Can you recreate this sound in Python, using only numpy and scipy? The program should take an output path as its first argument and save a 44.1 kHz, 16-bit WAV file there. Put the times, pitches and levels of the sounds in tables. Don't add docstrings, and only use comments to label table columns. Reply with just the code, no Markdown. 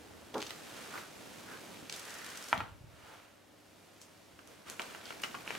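import sys
import numpy as np
from scipy import signal
from scipy.fft import rfft, irfft, next_fast_len
from scipy.io import wavfile
from scipy.ndimage import uniform_filter1d

SR = 44100
rng = np.random.default_rng(int(sys.argv[2]) if len(sys.argv) > 2 else 0)


def generate_wav(sig):
    pcm = np.round(np.clip(np.atleast_2d(sig).T, -1, 1) * 32767).astype(np.int16)
    wavfile.write(sys.argv[1], SR, pcm)


N = 246078
TIME = np.arange(N) / SR

# t/s, level/dB
LANDINGS = [(2.529, -12.5), (2.565, -36), (2.605, -26), (2.6086, -29.5)]
# t/s, level/dB, f/Hz of the buckled patch, decay/s
BUCKLES = [(4.391, -37.5, 1540, .002), (4.7956, -22, 2240, 0.00051), (4.7974, -26.5, 970, 0.0036),
           (4.948, -29.5, 2120, 0.0017), (5.106, -28, 1380, 0.0027), (5.2365, -20, 2690, 0.0014),
           (5.243, -22, 2240, 0.0026), (5.3443, -32.5, 1210, 0.0016), (5.348, -26.5, 1630, 0.0065),
           (5.477, -27.5, 2200, .0008), (5.492, -35, 2330, 0.00095), (5.506, -24, 2300, .001),
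           (5.551, -23, 1980, .002)]
# t/s, level/dB, centre f/Hz, time scale/s
EDGE_TICKS = [(0.342, -30.5, 3400, 0.0024), (0.381, -31.5, 3900, 0.00058), (0.403, -31, 3300, 0.0028),
              (0.418, -27.5, 3670, 0.0016), (0.426, -26, 3500, 0.00049), (.4654, -29, 3700, 0.0027),
              (0.494, -34, 3500, .0036), (.506, -25.5, 3100, 0.0013), (1.8965, -25.5, 4230, 0.002),
              (1.9247, -25, 5170, 0.0013), (1.939, -31.5, 3940, 0.0049), (2.094, -37, 6000, 0.0016),
              (2.289, -35.5, 6600, .0016), (2.3725, -28.5, 6800, .0025), (2.46, -43, 6500, 0.0016),
              (2.484, -31, 6540, .0025), (2.577, -29.5, 2990, .0012), (4.0146, -36, 6100, 0.0018),
              (4.474, -40, 6000, 0.0012), (4.699, -26.5, 6200, 0.00073), (4.818, -27.5, 3970, 0.0013),
              (5.056, -35.5, 4200, 0.00064), (5.218, -31, 7900, 0.0025), (5.2337, -25, 3880, .004)]
# f/Hz, level/dB
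PAPER_HISS = [(300, -33), (1500, 0.5), (2800, 0), (4200, -2), (6300, -3.5), (9000, -7), (12000, -10.5),
              (16000, -19)]


def cover_knocks(lowest_hz=230):
    # f/Hz, level/dB, t60/s, share radiated sideways
    board_modes = [(346, -24.5, 0.17, 0.46), (677, -25, 0.12, 0.23), (990, -10, 0.016, 0.34),
                   (1305, -8.5, 0.032, .05), (1800, -20, 0.015, 1), (2420, -28, 0.017, .1)]
    # f/Hz, level/dB
    blow_colour = [(40, -42), (120, -25), (300, -28), (600, 2), (950, 1), (1400, 2), (2300, -4.5),
                   (3200, -11.5), (4200, -25.5), (8000, -37), (16000, -71)]
    t, blow, out = np.arange(SR // 6) / SR, np.zeros((2, SR // 6)), np.zeros((2, N))
    for hz, db, t60, sideways in board_modes:
        side = sideways * np.cos(2 * np.pi * hz * t) * np.minimum(t * hz, 1)
        blow += amp(db - 60 * t / t60) * (np.sin(2 * np.pi * hz * t) + np.array([side, -side]))
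    add(blow, 0, pulse(blow_colour))
    for s, db in LANDINGS:
        add(out, s, amp(db) * blow)
    return signal.lfilter(*signal.butter(2, lowest_hz, "high", fs=SR), out)


def sheet_snaps(pop_db=1, fibres_db=-13, book_hz=965, book_db=-23, book_t60=0.019):
    # f/Hz, level/dB
    sheet_colour = [(50, -19.5), (220, -1), (700, 1), (970, 2.5), (1150, 6.5), (1400, 4.5), (1800, 0.5),
                    (2350, 4.5), (2950, 9.5), (3600, -8), (5000, 2.5), (12000, -11)]
    t, out = np.arange(SR // 30) / SR, np.zeros((2, N))
    for s, db, hz, decay in BUCKLES:
        patch = [(hz * 0.52, 0), (hz, 5), (hz * 1.35, -1), (hz * 2.4, -12), (hz * 6, -20)]
        pop = pulse([(f, read(sheet_colour, f) + read(patch, f)) for f in np.geomspace(50, 16000, 80)])
        releases = spread(rng.standard_normal((2, len(t)))) * .4 * np.exp(-t / max(decay, 1e-4))
        releases[:, 0] = 1
        releases /= np.linalg.norm(releases.mean(0))
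        add(out, s, amp(db + pop_db) * signal.fftconvolve(releases, pop[None], axes=1))
        add(out, s, amp(db + fibres_db) * crackle(0.0041, hz=3300))
        add(out, s, amp(db + book_db - 60 * t / book_t60) * np.sin(2 * np.pi * book_hz * t))
    return out


def edge_ticks(gain_db=3.5):
    out = np.zeros((2, N))
    for s, db, hz, scale_s in EDGE_TICKS:
        add(out, s, amp(db + gain_db) * crackle(scale_s, hz))
    return out


def drag_ticks(scatter_db=3, scale_s=0.0022):
    # start/s, end/s, ticks per s, level/dB, centre f/Hz
    drags = [(1.931, 2.53, 22, -31.5, 6100), (4.8, 5.58, 17, -36.5, 2500)]
    out = np.zeros((2, N))
    for start, end, per_s, db, hz in drags:
        for k, (when, size) in enumerate(rng.random((20, 2))):
            s = start + (k + when) / per_s
            tick = crackle(scale_s, hz)
            if s < end:
                add(out, s, amp(db + scatter_db * (2 * size - 0.5)) * tick)
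    return out


def crackle(scale_s, hz):
    t = np.arange(SR // 30) / SR
    spray = spread(rng.standard_normal((2, len(t)))) * np.exp(-(t / max(2.5 * scale_s, 1e-4)) ** 3.1)
    hump = [(60, -20), (hz * 0.23, -8), (hz * .5, -6), (hz * 0.88, -1), (hz * 0.91, 0),
            (hz * 1.85, -9), (hz * 2.65, -21)]
    return signal.fftconvolve(spray / np.linalg.norm(spray.mean(0)), pulse(hump)[None], axes=1)


def sliding():
    # start/s, end/s, rise/s, fade/s, hiss level/dB, brush level/dB, murmur level/dB
    moves = [(-.08, 0.336, 0.069, .04, -64, -64, -57), (0.337, 0.646, 0.054, 0.09, -58, -58, -54),
             (0.568, 1.005, 0.25, 0.081, -54, -52.5, -53.5), (0.975, 1.753, 0.26, 0.44, -57.5, -60, -53.5),
             (1.9, 2.545, 0.042, 0.019, -55, -53.5, -59.5), (2.508, 2.606, 0.025, 0.067, -83, -46, -58),
             (2.826, 3.142, 0.49, 0.14, -62.5, -55, -63.5), (3.39, 4.45, 0.47, 0.089, -69, -70.5, -66.5),
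             (4.443, 4.55, 0.05, 0.29, -65, -62.5, -63), (4.651, 4.694, .05, 0.078, -55.5, -50, -54.5),
             (4.748, 4.98, 0.11, 0.15, -58, -53, -57), (5.025, 5.6, 0.026, .05, -58.5, -59, -55),
             (5.438, 5.6, .06, .05, -56.5, -49, -58)]
    # f/Hz, level/dB
    brush_colour = [(200, -25), (450, -1.5), (900, -3.5), (1200, 1), (1550, -0.5), (2100, -6.5),
                    (2800, -5.5), (4000, -13), (9000, -41)]
    # f/Hz, level/dB
    flex_colour = [(25, -31), (50, -12.5), (110, -4), (210, 3), (310, 2), (520, -0.5), (900, -5.5),
                   (2000, -19.5), (6000, -29)]
    *_, hiss_db, brush_db, murmur_db = np.transpose(moves)
    hiss = friction(PAPER_HISS, grains_per_s=900, grain_db=0.5, smooth=1.0, flutter_db=-0.2)
    brush = friction(brush_colour, grains_per_s=970, grain_db=1.5, smooth=0.91, flutter_db=0.43)
    murmur = friction(flex_colour, grains_per_s=400, grain_db=0.0, smooth=0.86, flutter_db=0.26)
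    return (hiss * effort(moves, hiss_db + 1.48)
            + brush * effort(moves, brush_db - 2.0)
            + murmur * effort(moves, murmur_db - 1.3))


def friction(colour, grains_per_s, grain_db, smooth, flutter_db):
    catches = rng.random((2, N)) < grains_per_s / SR
    signs = rng.choice([-1, 1], (2, N))
    sizes = amp(grain_db * np.minimum(rng.exponential(1, (2, N)), 4))
    drive = unit(catches * signs * sizes) + smooth * rng.standard_normal((2, N))
    flutter = noise(N, [(3, -15), (20, 0), (80, -2), (250, -25), (900, -80)])
    return spread(unit(coloured(drive, colour))) * amp(flutter_db * flutter)


def effort(moves, levels_db):
    power = np.zeros(N)
    for (start, end, rise, fade, *_), db in zip(moves, levels_db):
        swell = np.sin(np.pi / 2 * np.clip((TIME - start) / rise, 0, 1))
        power += (amp(db) * swell * np.exp(-np.maximum(TIME - end, 0) / fade)) ** 2
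    return np.sqrt(power)


def finger_judder(jitter=0.3, gain_db=-.5):
    # t/s, level/dB, slips per s
    run = [(.339, -47, 287), (.344, -44, 250), (.357, -33.5, 433), (.372, -37.5, 346), (.39, -39.5, 270),
           (.41, -46.5, 300), (.44, -64, 175)]
    # f/Hz, level/dB
    slip_colour = [(60, -28), (150, 1), (260, 8), (450, 3.5), (700, 0.5), (1000, -2.5), (1400, -6),
                   (2200, -31), (8000, -54)]
    times, levels_db, rates = np.transpose(run)
    rate = np.interp(TIME, times, rates) * np.exp(jitter * wander(N, size=120))
    slips = np.diff(np.floor(np.cumsum(rate) / SR), prepend=0)
    drive = unit(slips - slips.mean()) + .55 * rng.standard_normal(N)
    drumming = unit(signal.oaconvolve(drive, pulse(slip_colour))[:N])
    touching = (TIME > times[0]) & (TIME < times[-1])
    return drumming * amp(np.interp(TIME, times, levels_db) + gain_db) * touching


def soft_bumps(push_cycles=0.57, gain_db=-1, shudder_db=-8, shudder_cycles=4.3):
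    # t/s, level/dB, f/Hz
    flops = [(1.826, -41.5, 230), (2.574, -37.5, 193), (2.585, -42, 79), (2.713, -43, 81.5),
             (2.807, -45, 109), (2.838, -45, 93), (4.334, -59, 80)]
    shoves = [(s + 0.0107, -42.5, 118) for s, _ in LANDINGS]
    swings = [(2.886 + k * .048, -50 - k * 2.5, 90) for k in range(4)]
    t, out = np.arange(SR // 4) / SR, np.zeros((2, N))
    for s, db, hz in flops + shoves + swings:
        age = t * hz / push_cycles
        push = (age * np.exp(1 - age)) ** 2 * np.sin(2 * np.pi * hz * t)
        hump = [(hz * 0.27, -24), (hz * 0.83, 0), (hz * 1.34, -2), (hz * 5.4, -35), (hz * 20, -90)]
        shudder = noise((2, len(t)), hump) * np.minimum(age, 1) * np.exp(-t * hz / shudder_cycles)
        add(out, s, amp(db + gain_db) * (push + amp(shudder_db) * shudder))
    return out


def scrapes(grain=0.37, fade_ratio=1.17):
    # t/s at the loudest, level/dB, centre f/Hz, swell/s
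    strokes = [(.085, -62, 6000, .02), (.955, -44, 1250, 0.024), (0.98, -39.5, 1700, 0.0019),
               (1.031, -54.5, 1340, .02), (1.525, -50, 1420, 0.037), (1.762, -57, 2900, 0.024),
               (2.22, -52.5, 1690, 0.13), (3.1, -61, 730, 0.053), (4.026, -59, 6500, .012),
               (4.514, -58.5, 500, 0.0095), (4.806, -48, 970, .008), (5.086, -51, 2900, 0.011),
               (5.54, -55, 2580, 0.029)]
    t, out = np.arange(-SR // 4, SR // 4) / SR, np.zeros((2, N))
    for s, db, hz, swell in strokes:
        grit = np.exp(grain * wander(len(t), size=100))
        hump = [(hz * 0.051, -22), (hz * .5, -11), (hz * 1.2, 0), (hz * 0.96, 0),
                (hz * 1.7, -14), (hz * 6, -30)]
        scrape = unit(coloured(rng.standard_normal((2, len(t))) * grit, hump))
        contact = np.exp(-.5 * (t / np.where(t < 0, swell, fade_ratio * swell)) ** 2)
        add(out, s + t[0], amp(db) * spread(scrape) * contact)
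    return out


def after_rustle(tick_db=-29, snap_db=-31, fade_s=0.021):
    t, power = np.arange(SR // 3) / SR, np.zeros(N)
    for events, share_db in ((EDGE_TICKS, tick_db), (BUCKLES, snap_db)):
        for s, db, *_ in events:
            add(power, s, (amp(db + share_db) * np.exp(-t / fade_s)) ** 2)
    return spread(noise((2, N), PAPER_HISS)) * np.sqrt(power)


def reflect(x, strength):
    # delay/s, left gain, right gain
    echoes = [(.0009, 0.2, .0), (.0013, 0.043, 0.32), (.0021, 0.21, 0.3), (.0043, .13, .13),
              (.0073, 0.21, 0.1)]
    out = x * np.ones((2, 1))
    for delay, left, right in echoes:
        add(out, delay, strength * x * np.array([[left], [right]]))
    return out


def room_tail(x, onset_s=0.0027):
    # f/Hz, t60/s
    decay = [(100, 0.86), (400, 0.34), (1300, 0.32), (3000, 0.21), (7000, 0.45), (14000, 0.52)]
    hz, t, bands = signal.stft(spread(rng.standard_normal((2, SR // 2))), SR, nperseg=256)
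    tail = signal.istft(bands * amp(-60 * t / read(decay, hz)[:, None]), SR, nperseg=256)[1]
    tail *= np.clip(np.arange(tail.shape[1]) / SR / onset_s - 1, 0, 1)
    return signal.oaconvolve(x, tail / np.linalg.norm(tail.mean(0)), axes=1)[:, :N]


def room_tone(air_db=-63.5, rumble_db=-65, rumble_end_s=0.3):
    # f/Hz, level/dB
    air_colour = [(15, -49), (25, -23), (86, -2.5), (281, -2), (445, -4.5), (509, -4), (552, -0.5),
                  (895, -8.5), (1620, -11.5), (1800, -11), (4620, -17), (8130, -21), (13900, -25),
                  (15500, -30)]
    # f/Hz, level/dB
    mains = [(100, -77), (300, -73.5)]
    air = amp(air_db) * spread(noise((2, N), air_colour))
    hum = sum(amp(db) * np.sqrt(2) * np.sin(2 * np.pi * (hz * TIME + rng.random())) for hz, db in mains)
    rumble = amp(rumble_db) * noise(N, [(30, -32), (60, -13), (80, 4), (110, -7), (300, -50)])
    return air + hum + rumble * np.clip((rumble_end_s - TIME) / 0.025 + 1, 0, 1)


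def spread(pair):
    # f/Hz, side minus mid level/dB
    width = [(40, -18), (130, -5.5), (330, -2.5), (550, -2), (1200, -6), (8000, -6.5), (15000, -8)]
    side = coloured(pair[1], width)
    return np.array([pair[0] + side, pair[0] - side])


def amp(db):
    return 10 ** (np.asarray(db) / 20)


def unit(x):
    return x / np.sqrt(np.mean(x ** 2) + 1e-20)


def read(points, hz):
    f, value = np.transpose(points)
    return np.interp(np.log(hz + 1), np.log(f + 1), value)


def add(mix, s, sound):
    part = mix[..., round(s * SR):][..., :sound.shape[-1]]
    part += sound[..., :part.shape[-1]]


def pulse(colour):
    db = np.maximum(read(colour, abs(np.fft.fftfreq(2048, 1 / SR))), -100)
    spectrum = np.exp(np.conj(signal.hilbert(np.log(amp(db)))))
    wave = np.fft.ifft(spectrum).real[:1024]
    return wave / abs(wave).max()


def coloured(x, colour):
    count = x.shape[-1]
    size = next_fast_len(count + 2048)
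    gain = amp(read(colour, np.fft.rfftfreq(size, 1 / SR)))
    return irfft(rfft(x, size) * gain, size)[..., :count]


def noise(shape, colour):
    return unit(coloured(rng.standard_normal(shape), colour))


def wander(count, size):
    return unit(uniform_filter1d(rng.standard_normal(count), size=size))


def scene():
    rubbing = reflect(sliding() + after_rustle(), strength=0.19)
    paper = reflect(edge_ticks() + drag_ticks(), strength=0.14) + reflect(sheet_snaps(), strength=0.27)
    cover = reflect(cover_knocks(), strength=1.27)
    thuds = reflect(finger_judder(), strength=0.5) + soft_bumps()
    hands = (rubbing + scrapes() + thuds) * amp([[-.5], [.5]])
    tail = room_tail(amp(-3.5) * paper + amp(-6.0) * cover + amp(-12.5) * thuds)
    return cover + paper + hands + tail + room_tone()


def record(dry):
    lowpass = signal.firwin(511, 15900, window=("kaiser", 9), fs=SR)
    return signal.oaconvolve(dry, lowpass[None], "same")


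dry = scene()
out = record(dry)
generate_wav(out)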